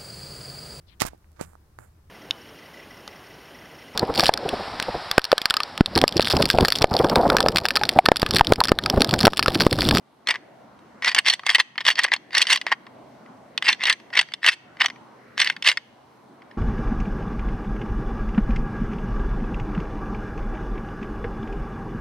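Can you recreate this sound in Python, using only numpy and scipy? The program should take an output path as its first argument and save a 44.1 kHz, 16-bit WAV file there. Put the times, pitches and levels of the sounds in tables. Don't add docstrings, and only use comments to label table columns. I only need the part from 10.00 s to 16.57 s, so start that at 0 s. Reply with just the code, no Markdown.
import sys
import numpy as np
from scipy import signal
from scipy.io import wavfile
from scipy.ndimage import uniform_filter1d, minimum_filter1d, map_coordinates

SR = 44100
rng = np.random.default_rng(int(sys.argv[2]) if len(sys.argv) > 2 else 0)


def transcribe(u):
    v = np.clip(np.atleast_2d(u).T, -1, 1)
    q = np.round(v * 32767).astype(np.int16)
    wavfile.write(sys.argv[1], SR, q)


N = 289737


# t/s, level/dB, beam against that level/dB, crack against that level/dB, pitch of the struck spot f/Hz
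KNOCK_LIST = [(0.2719, -19, -21, -15, 2560), (0.2868, -15.5, -8, -13, 2880),
              (0.3069, -14.5, -11, -12, 1950), (0.341, -30, -4, -22, 1860),
              (0.3565, -25.5, -8.5, -37, 2020), (0.7905, -58, 4, -5, 1150), (1.0227, -24.5, -7, -27, 1930),
              (1.0455, -16, -12.5, -17.5, 1930), (1.0783, -13, -17, -17.5, 2000),
              (1.092, -21, -25.5, -14, 1820), (1.1155, -22.5, -15, -22.5, 1940),
              (1.147, -14, -11.5, -4.5, 1910), (1.1634, -20, -7.5, -28.5, 3110),
              (1.1866, -6, -29, -14, 2200), (1.2622, -16, -24, -18, 2090),
              (1.2819, -15, -20.5, -14.5, 4040), (1.299, -10, -25.5, -11, 4330),
              (1.3353, -18, -14, -5.5, 1995), (1.394, -32, -1.5, -19.5, 1100),
              (1.434, -40.5, 6, -27.5, 920), (1.465, -16.5, -7, -9, 1870),
              (1.4916, -19.5, -16, -14.5, 1840), (1.5476, -1, -23.5, -16, 1960),
              (1.5547, -14.5, -11, -11, 3040), (1.5832, -23.5, -1.5, -23.5, 930),
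              (1.599, -14, -8, -14, 1940), (1.7559, -39.5, -3, -41, 1020), (1.7793, -19, -10.5, -37, 3080),
              (1.8057, -25, -15.5, -29, 3280), (1.851, -23.5, -17, -14, 3720),
              (1.865, -14.5, -10.5, -16, 3360), (1.8813, -11.5, -13.5, -20, 2840),
              (1.955, -27, -19, -21, 4460), (1.9899, -14, -26.5, -12.5, 2039),
              (2.0344, -19.5, -20.5, -5.5, 4430), (2.0411, -16.5, -19, -7, 1890),
              (2.0466, -14, -7.5, -29, 1816), (2.0632, -32, -3, -19, 2970), (2.1183, -13.5, -10, -35, 2000),
              (2.1364, -12.5, -15.5, -14.5, 2130), (2.163, -29, -5.5, -28, 4340),
              (2.3068, -40.5, -8.5, -23, 1960), (2.3494, -12.5, -19, -14.5, 1820),
              (2.38, -13, -24, -4.5, 5480), (2.4168, -10, -25.5, -7, 4410),
              (2.4239, -15.5, -20.5, -6.5, 4160), (2.4525, -30.5, -15, -25, 2040),
              (2.469, -19, -28.5, -14.5, 3120), (2.502, -13, -20, -13, 2700),
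              (2.529, -13.5, -15, -1.5, 2833), (2.5587, -17, -11.5, -9.5, 1950),
              (2.5734, -23.5, -14, -25.5, 3970), (2.6137, -24, -20.5, -16.5, 2000),
              (2.6661, -19, -5.5, -28, 1900), (2.7171, -15.5, 1, -36, 1108), (2.7227, -12.5, -4, -34, 1046),
              (2.867, -42.5, 1, -30.5, 1807), (3.2611, -48, -8.5, -39, 2010),
              (3.5768, -16.5, -18, -18.5, 3520), (3.6241, -18, -22, -21, 2020),
              (3.6829, -11.5, -16.5, -26, 2750), (3.6868, -4, -18, -20.5, 2800),
              (3.7282, -17, -26.5, -19.5, 3580), (3.8363, -17, -9.5, -12, 3320),
              (3.8544, -16, -29, -21.5, 3770), (3.8689, -17.5, -21, -13.5, 1820),
              (3.897, -8.5, -22.5, -11.5, 2126), (3.9258, -19.5, -23.5, -7.5, 3240),
              (3.9998, -47, -2, -15.5, 930), (4.1026, -44, -4, -28.5, 2038),
              (4.1293, -30.5, -10.5, -42.5, 1920), (4.1523, -26, -9.5, -16.5, 1950),
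              (4.1727, -12.5, -17, -22.5, 2220), (4.1908, -3, -20, -19.5, 2860),
              (4.2121, -20, -12.5, -9, 2170), (4.287, -40, -19.5, -30.5, 1910),
              (4.3194, -36, -15.5, -20.5, 2130), (4.3375, -22, -16.5, -16, 3570),
              (4.4447, -15.5, -20.5, -33, 1850), (4.463, -12.5, -14, -8.5, 2950),
              (4.477, -11, -16, -25.5, 2000), (4.4854, -4.5, -36, -17, 2630),
              (4.7696, -42.5, -6.5, -35, 2060), (4.803, -20.5, -22.5, -26.5, 2060),
              (4.8091, -12.5, -23, -37.5, 2050), (4.8162, -11, -10.5, -22.5, 2700),
              (4.845, -19.5, -3, -23.5, 2130), (4.8592, -12.5, -25.5, -18, 2230),
              (4.8833, -33.5, -7, -15.5, 1670), (4.9001, -30, -9.5, -28.5, 2080),
              (4.9595, -46.5, -5, -34, 1884), (5.378, -21.5, -10.5, -18.5, 1913),
              (5.4, -13.5, -15, -10.5, 1940), (5.4168, -9.5, -27, -22, 2100),
              (5.4451, -20.5, -28.5, -11, 1710), (5.4727, -16, -29, -26.5, 2950),
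              (5.4991, -14.5, -23.5, -24, 1867), (5.5647, -30.5, -13.5, -25.5, 2180),
              (5.624, -22.5, -23, -18.5, 3610), (5.6459, -25, -10.5, -13.5, 4290),
              (5.6628, -16, -29.5, -23.5, 2730), (5.673, -5.5, -24.5, -12, 2630),
              (5.6859, -10, -27, -12.5, 2770), (5.715, -18.5, -28, -14, 2103),
              (5.7722, -17.5, -24.5, -25, 1690), (6.4201, -46, -1, -33, 920), (6.512, -43, -23, -41, 2140)]
# start t/s, swell/s, fade/s, peak level/dB, sharpness of the edges/dB
STROKE_LIST = [(0.274, 0.037, 0.013, -15, -14), (0.327, 0.02, 0.026, -27, -26),
               (1.03, 0.051, 0.048, -15.5, -5.5), (1.163, 0.022, 0.011, -12, -11),
               (1.253, 0.032, 0.062, -15, 4), (1.459, .043, 0.044, -15, -2),
               (1.541, 0.021, 0.0069, -16, -27), (1.581, 0.024, 0.0078, -12.5, -3),
               (1.785, .027, .012, -25, -12), (1.854, 0.033, 0.035, -11, -0.5),
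               (1.972, 0.02, 0.028, -11, -12), (2.03, 0.011, 0.013, -15, -20),
               (2.062, .02, 0.028, -26.5, -25), (2.117, 0.012, 0.024, -14.5, -17),
               (2.328, 0.037, 0.074, -15, -5.5), (2.373, 0.045, 0.021, -20, -5),
               (2.472, .051, 0.047, -14, 3), (2.666, 0.00765, 0.029, -23, -18.5),
               (2.708, 0.016, .011, -19, -20), (3.629, 0.063, 0.053, -14.5, -6),
               (3.803, 0.1, .036, -14, -14), (4.135, 0.061, 0.028, -14, -9.5),
               (4.432, .054, .03, -12.5, -5), (4.505, 0.024, .012, -29.5, 5), (4.8, .016, .04, -12.5, -15),
               (5.381, 0.029, .026, -14.5, -2), (5.444, 0.015, 0.074, -22.5, -7),
               (5.646, 0.036, 0.044, -13.5, 1)]


def from_db(db):
    return 10 ** (np.asarray(db) / 20)


def rms(x):
    return np.sqrt(np.mean(x ** 2) + 1e-20)


def add(out, s, sound):
    at = max(round(s * SR), 0)
    out[:, at:at + sound.shape[1]] += sound[:, :N - at]


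def at_hz(points, hz, axis=1):
    points = np.array(points)
    return np.interp(np.log(hz), np.log(points[:, 0]), points[:, axis])


def cut(x, hz, kind, order=2):
    return signal.sosfilt(signal.butter(order, hz, kind, fs=SR, output="sos"), x)


def drift(rate, size):
    knots = np.arange(size) * rate / SR
    values = rng.standard_normal(int(knots[-1]) + 2)
    return np.interp(knots, np.arange(len(values)), values)


def noise_bands(size):
    edges = np.geomspace(25, 17000, 20)
    white = rng.standard_normal((2, 2, size))
    bands = []
    for k, (low, high) in enumerate(zip(edges, edges[1:])):
        bands.append((np.sqrt(low * high), cut(white[k % 2], [low, high], "band")))
    return bands


def knocks(register_db, chatter_db, chatter_s, glancing_s, glancing_db, lone_damping,
           crunch_db=-4, crunch_t60=0.024):
    favour_db = 6.5
    tine_db, tine_per_crack, tine_db_per_octave = 1.0, .45, 12.5
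    usual_crack_db, usual_spot_hz = -20, 2500
    beam_top_hz = 1950

    out = np.zeros((2, N))
    size, attack = int(.06 * SR), int(.005 * SR)
    for s, db, beam_db, crack_db, spot_hz in KNOCK_LIST:
        sliding = any(start + .005 < s < start + swell + fade
                      for start, swell, fade, _, _ in STROKE_LIST)
        if sliding:
            spread, rebound_db, damping = glancing_s, glancing_db, 1
        else:
            spread, rebound_db, damping = chatter_s, chatter_db, lone_damping

        clicks = np.zeros(size)
        delays = np.minimum(spread * (np.arange(5) + rng.random(5)) / 5, .02)
        clicks[(delays * SR).astype(int)] = from_db(rebound_db) * np.exp(-delays / spread)
        clicks[0] = 1
        registers = bone(clicks, spot_db=1.5, detune=0.038, damping=damping,
                         spot_hz=spot_hz, favour_db=favour_db)

        octaves = np.log2(max(spot_hz, beam_top_hz) / usual_spot_hz)
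        crack_lift_db = tine_per_crack * (crack_db - usual_crack_db)
        tine = from_db(tine_db + crack_lift_db + tine_db_per_octave * octaves)
        main = 1 / np.hypot(1, tine)
        balance = [from_db(beam_db), main, main * tine, from_db(crack_db)]
        levels = from_db(db + np.array(register_db)) * balance

        pressure = from_db(-60 * np.arange(size) / (crunch_t60 * SR))
        for level, ring, grit in zip(levels, registers, crunch(pressure)):
            even_ring = ring / rms(ring[:, :attack])
            even_grit = grit / rms(grit[:, :attack])
            clack = even_ring + from_db(crunch_db) * even_grit
            add(out, s, level * clack / rms(clack[:, :attack]))
    return out


def grinding(level_db, catches_per_s, uneven_db, sharpness_slopes, crunch_db, crunch_t60):
    balance_db = [-10, 0.5, 0.5, -14.5]
    start_db, end_db, sharpens_db = -15, -20, 5
    run_s, run_db = .018, -45.5
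    grips = 4
    beam_mutes_db_per_s = 1.6
    favour_db = 5.0

    out, ring_out = np.zeros((2, N)), SR // 25
    for start, swell, fade, peak_db, edge_db in STROKE_LIST:
        length = swell + fade
        span = int((length + 2 * run_s) * SR)
        t = np.arange(span + ring_out) / SR - run_s
        force_db = np.interp(t, [-run_s, 0, swell, length, length + run_s],
                             [run_db, start_db, 0, end_db, run_db])
        force = from_db(peak_db + force_db)

        gaps = rng.gamma(2, .5, 400)
        at = (np.cumsum(gaps) * SR / catches_per_s).astype(int)
        sizes = from_db(uneven_db * np.clip(rng.standard_normal(len(at)), -2, 1.5))
        clicks = np.zeros(len(t))
        clicks[at[at < span]] = sizes[at < span]
        clicks *= force

        registers = np.zeros((4, 2, len(t)))
        shifts = np.linspace(0, span, grips + 1).astype(int)
        for a, b in zip(shifts, shifts[1:]):
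            now = t[(a + b) // 2] + start
            spot_hz = min(KNOCK_LIST, key=lambda knock: abs(knock[0] - now))[-1]
            part = np.pad(clicks[a:b], (0, ring_out))
            registers[:, :, a:b + ring_out] += bone(part, spot_db=5.0, detune=.05, damping=0.56,
                                                    spot_hz=spot_hz, favour_db=favour_db)

        pressure = signal.lfilter([1], [1, -from_db(-60 / (crunch_t60 * SR))], clicks + 1e-18)
        energy = rms(force[:span]) * np.sqrt(span / len(t))
        sharpness = edge_db + sharpens_db * np.interp(t, [0, length], [-.5, .5])
        colours_db = np.array(balance_db, float)
        colours_db[0] -= beam_mutes_db_per_s * start
        for colour_db, slope, ring, grit in zip(colours_db, sharpness_slopes, registers, crunch(pressure)):
            scrape = ring / rms(ring) + from_db(crunch_db) * grit / rms(grit)
            gain = from_db(level_db + colour_db + slope * sharpness) * energy
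            add(out, start - run_s, gain * scrape / rms(scrape))
    return out


def bone(clicks, spot_db, detune, damping, spot_hz=0, favour_db=0):
    # f/Hz, relative level/dB, time to fall by 60 dB t60/s
    modes = [(330, -15, 0.048), (570, -13.5, 0.0055), (791, -10.5, 0.03), (946, -5.5, 0.05),
             (995, 0.5, 0.021), (1116, 4, 0.062), (1599, -11.5, 0.023), (1793, -9.5, 0.031),
             (1784, 0, 0.054), (1960, 5, 0.03), (2103, 1, 0.034), (2097, -1, 0.047), (2690, -4.5, 0.028),
             (2896, -5, 0.033), (3280, -5, 0.02), (3576, -5.5, 0.052), (3993, -10.5, 0.035),
             (4460, -3.5, 0.06), (4693, -4, 0.0057), (5317, -7, 0.013), (5983, 4.5, 0.025),
             (6490, 2, 0.011), (8100, 3.5, 0.019), (8610, -6.5, 0.05), (9280, -9, 0.0099),
             (10600, -10, 0.013), (10660, -9, 0.027), (12700, -20.5, .007)]
    register_edges = [1400, 2450, 5800]
    left_db = [1.6, .9, -1.2, .8]
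    longest_ring_s = .024
    turn_db, turn_lag_ms = 0.56, 0.0078

    registers, at = np.zeros((4, 2, len(clicks))), np.flatnonzero(clicks)
    struck = np.argmin(np.abs(np.array(modes)[:, 0] - spot_hz))
    for k, (hz, db, t60) in enumerate(modes):
        register = np.searchsorted(register_edges, hz)
        hz = hz * (1 + detune * rng.standard_normal())
        if spot_hz and k == struck:
            hz, db = spot_hz, db + favour_db

        push = np.zeros(len(clicks)) + 1e-18
        strength = from_db(db + spot_db * rng.standard_normal(len(at)))
        push[at] = clicks[at] * strength * rng.choice([-1, 1], len(at))
        w = 2 * np.pi * hz / SR
        ring_s = min(t60 / damping, longest_ring_s)
        r = np.exp(-np.log(1000) / (ring_s * SR))

        leak = np.exp(-w / 2)
        push = signal.lfilter(np.array([1, -1]) * (1 + leak) / 2, [1, -leak], push)

        lean_db = left_db[register] + turn_db * np.sqrt(hz / 1000) * rng.standard_normal()
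        lag = w * turn_lag_ms * SR / 1000 * rng.standard_normal()
        for side, sign in enumerate([.5, -.5]):
            start_phase = [np.sin(sign * lag), r * np.sin(w - sign * lag)]
            ring = signal.lfilter(start_phase, [1, -2 * r * np.cos(w), r * r], push + 1e-18)
            registers[register, side] += from_db(sign * lean_db) * ring
    return registers


def crunch(pressure):
    # low edge f/Hz, high edge f/Hz
    bands = [(750, 1100), (1500, 2610), (2600, 3660), (5800, 10000)]
    # side (difference) against middle (shared) in each register, level/dB
    sides_db = [-17.5, -17, -9, -0.5]
    mids, sides = rng.standard_normal((2, 4, len(pressure))) * pressure + 1e-18
    grits = []
    for mid, side, side_db, band in zip(mids, sides, sides_db, bands):
        stereo = mid + from_db(side_db) * side * [[1], [-1]]
        grits.append(cut(stereo, band, "band"))
    return grits


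def free_tips(x):
    # f/Hz, level/dB, time to fall by 60 dB t60/s
    tips = [(2700, -48.5, .4), (3160, -48, 0.8), (4500, -48, 0.58), (6100, -36, .45), (8400, -46, .35)]
    width_hz = 420
    t = np.arange(int(.6 * SR)) / SR
    response = 0
    for hz, db, t60 in tips:
        noise = rng.standard_normal((2, len(t)))
        cluster = cut(noise, [hz - width_hz / 2, hz + width_hz / 2], "band")
        ring = cluster * from_db(-60 * t / t60)
        response = response + from_db(db) * ring / np.linalg.norm(ring)
    return signal.fftconvolve(x, response, axes=1)[:, :N]


def woodland(x, near_db, near_t60):
    # f/Hz, level/dB, time to fall by 60 dB t60/s
    far_echo = [(252.6, -36.5, .7), (1000, -27.5, 0.58), (2000, -35.5, 0.89), (4000, -36, .55),
                (8000, -35, .4), (14000, -45.5, .3)]
    t = np.arange(int(.8 * SR)) / SR
    response = 0
    for hz, pair in noise_bands(len(t)):
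        far = from_db(-60 * t / at_hz(far_echo, hz, axis=2)) * (1 - np.exp(-t / .015))
        near = from_db(-60 * t / near_t60) * (t > .001)
        far_part = from_db(at_hz(far_echo, hz)) * far / np.linalg.norm(far)
        near_part = from_db(near_db) * near / np.linalg.norm(near)
        response = response + pair * (far_part + near_part)
    return signal.fftconvolve(x, response, axes=1)[:, :N]


def hush(level_db, flicker_db, treble_follow):
    # t/s, level/dB
    level_points = [(0, -63.5), (.38, -59), (0.631, -55), (0.999, -54.5), (1.661, -64.5), (1.779, -61),
                    (2.25, -57), (2.78, -57.5), (2.979, -52.5), (3.55, -54.5), (3.971, -61), (4.08, -55.5),
                    (4.57, -63), (4.66, -56.5), (5.351, -54.5), (5.82, -60.5), (5.88, -58.5), (6.57, -55)]
    # f/Hz, relative level per Hz/dB
    colour = [(25, -29), (55, -26.5), (90, -8), (130, -8), (260, 2), (450, -5.5), (750, -1), (1200, -10.5),
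              (1900, -15), (2600, -21), (4200, -24.5), (7000, -33), (12000, -36), (16000, -48)]
    # f/Hz, likeness from 0 to 1
    likeness = [(60, 0.4), (150, 1), (300, 0.68), (800, 0.4), (2500, 0.5), (8000, 0)]
    # f/Hz, level/dB
    drone_tones = [(128, -66), (225, -68)]

    course_db = np.interp(np.arange(N) / SR, *np.transpose(level_points))
    usual_db, air = course_db.mean(), 0
    for hz, (mid, side) in noise_bands(N):
        alike = np.clip(at_hz(likeness, hz), 0, 1)
        follow = 1 if hz < 2000 else treble_follow
        change_db = course_db - usual_db + flicker_db * drift(7.0, N)
        gain = from_db(at_hz(colour, hz) + follow * change_db)
        air = air + gain * (np.sqrt(1 + alike) * mid + np.sqrt(1 - alike) * side * [[1], [-1]])

    drone = 0
    for hz, db in drone_tones:
        loudness = from_db(db + course_db - usual_db + 1.6 * drift(4.8, N))
        pitch_hz = hz + 4 * drift(16, N)
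        drone = drone + loudness * np.sin(2 * np.pi * np.cumsum(pitch_hz) / SR)
    return from_db(usual_db + level_db) * air / rms(air) + drone


def scene():
    left_lead_ms = 0.03
    antlers = knocks(register_db=[-3.0, -1.0, -0.5, -3.5], chatter_db=3.0, chatter_s=0.0017,
                     glancing_s=.004, glancing_db=5.5, lone_damping=0.37)
    antlers += grinding(level_db=-3.5, catches_per_s=500, uneven_db=5.5,
                        sharpness_slopes=[0.067, 0.02, 0.59, 1.0], crunch_db=-7, crunch_t60=0.025)
    antlers = cut(antlers, 14500, "low", order=4)
    antlers = cut(antlers, 280, "high", order=1)
    late = np.arange(N) - left_lead_ms * SR / 1000
    antlers[1] = map_coordinates(antlers[1], [late], order=3)

    tips = free_tips(antlers)
    echo = woodland(antlers, near_db=-24.5, near_t60=0.048)
    return antlers + tips + echo + hush(level_db=6.0, flicker_db=3.26, treble_follow=0.56)


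def record(dry):
    ceiling, window = .95, int(.002 * SR)
    lopsided = .012
    cutoff_hz = 16900
    gain = np.minimum(1, ceiling / (np.abs(dry).max(axis=0) + 1e-9))
    gain = uniform_filter1d(minimum_filter1d(gain, window), window)
    held = dry * gain
    held = held + lopsided * held ** 2
    return signal.sosfilt(signal.cheby2(14, 70, cutoff_hz, fs=SR, output="sos"), held)


dry = scene()
out = record(dry)
transcribe(out)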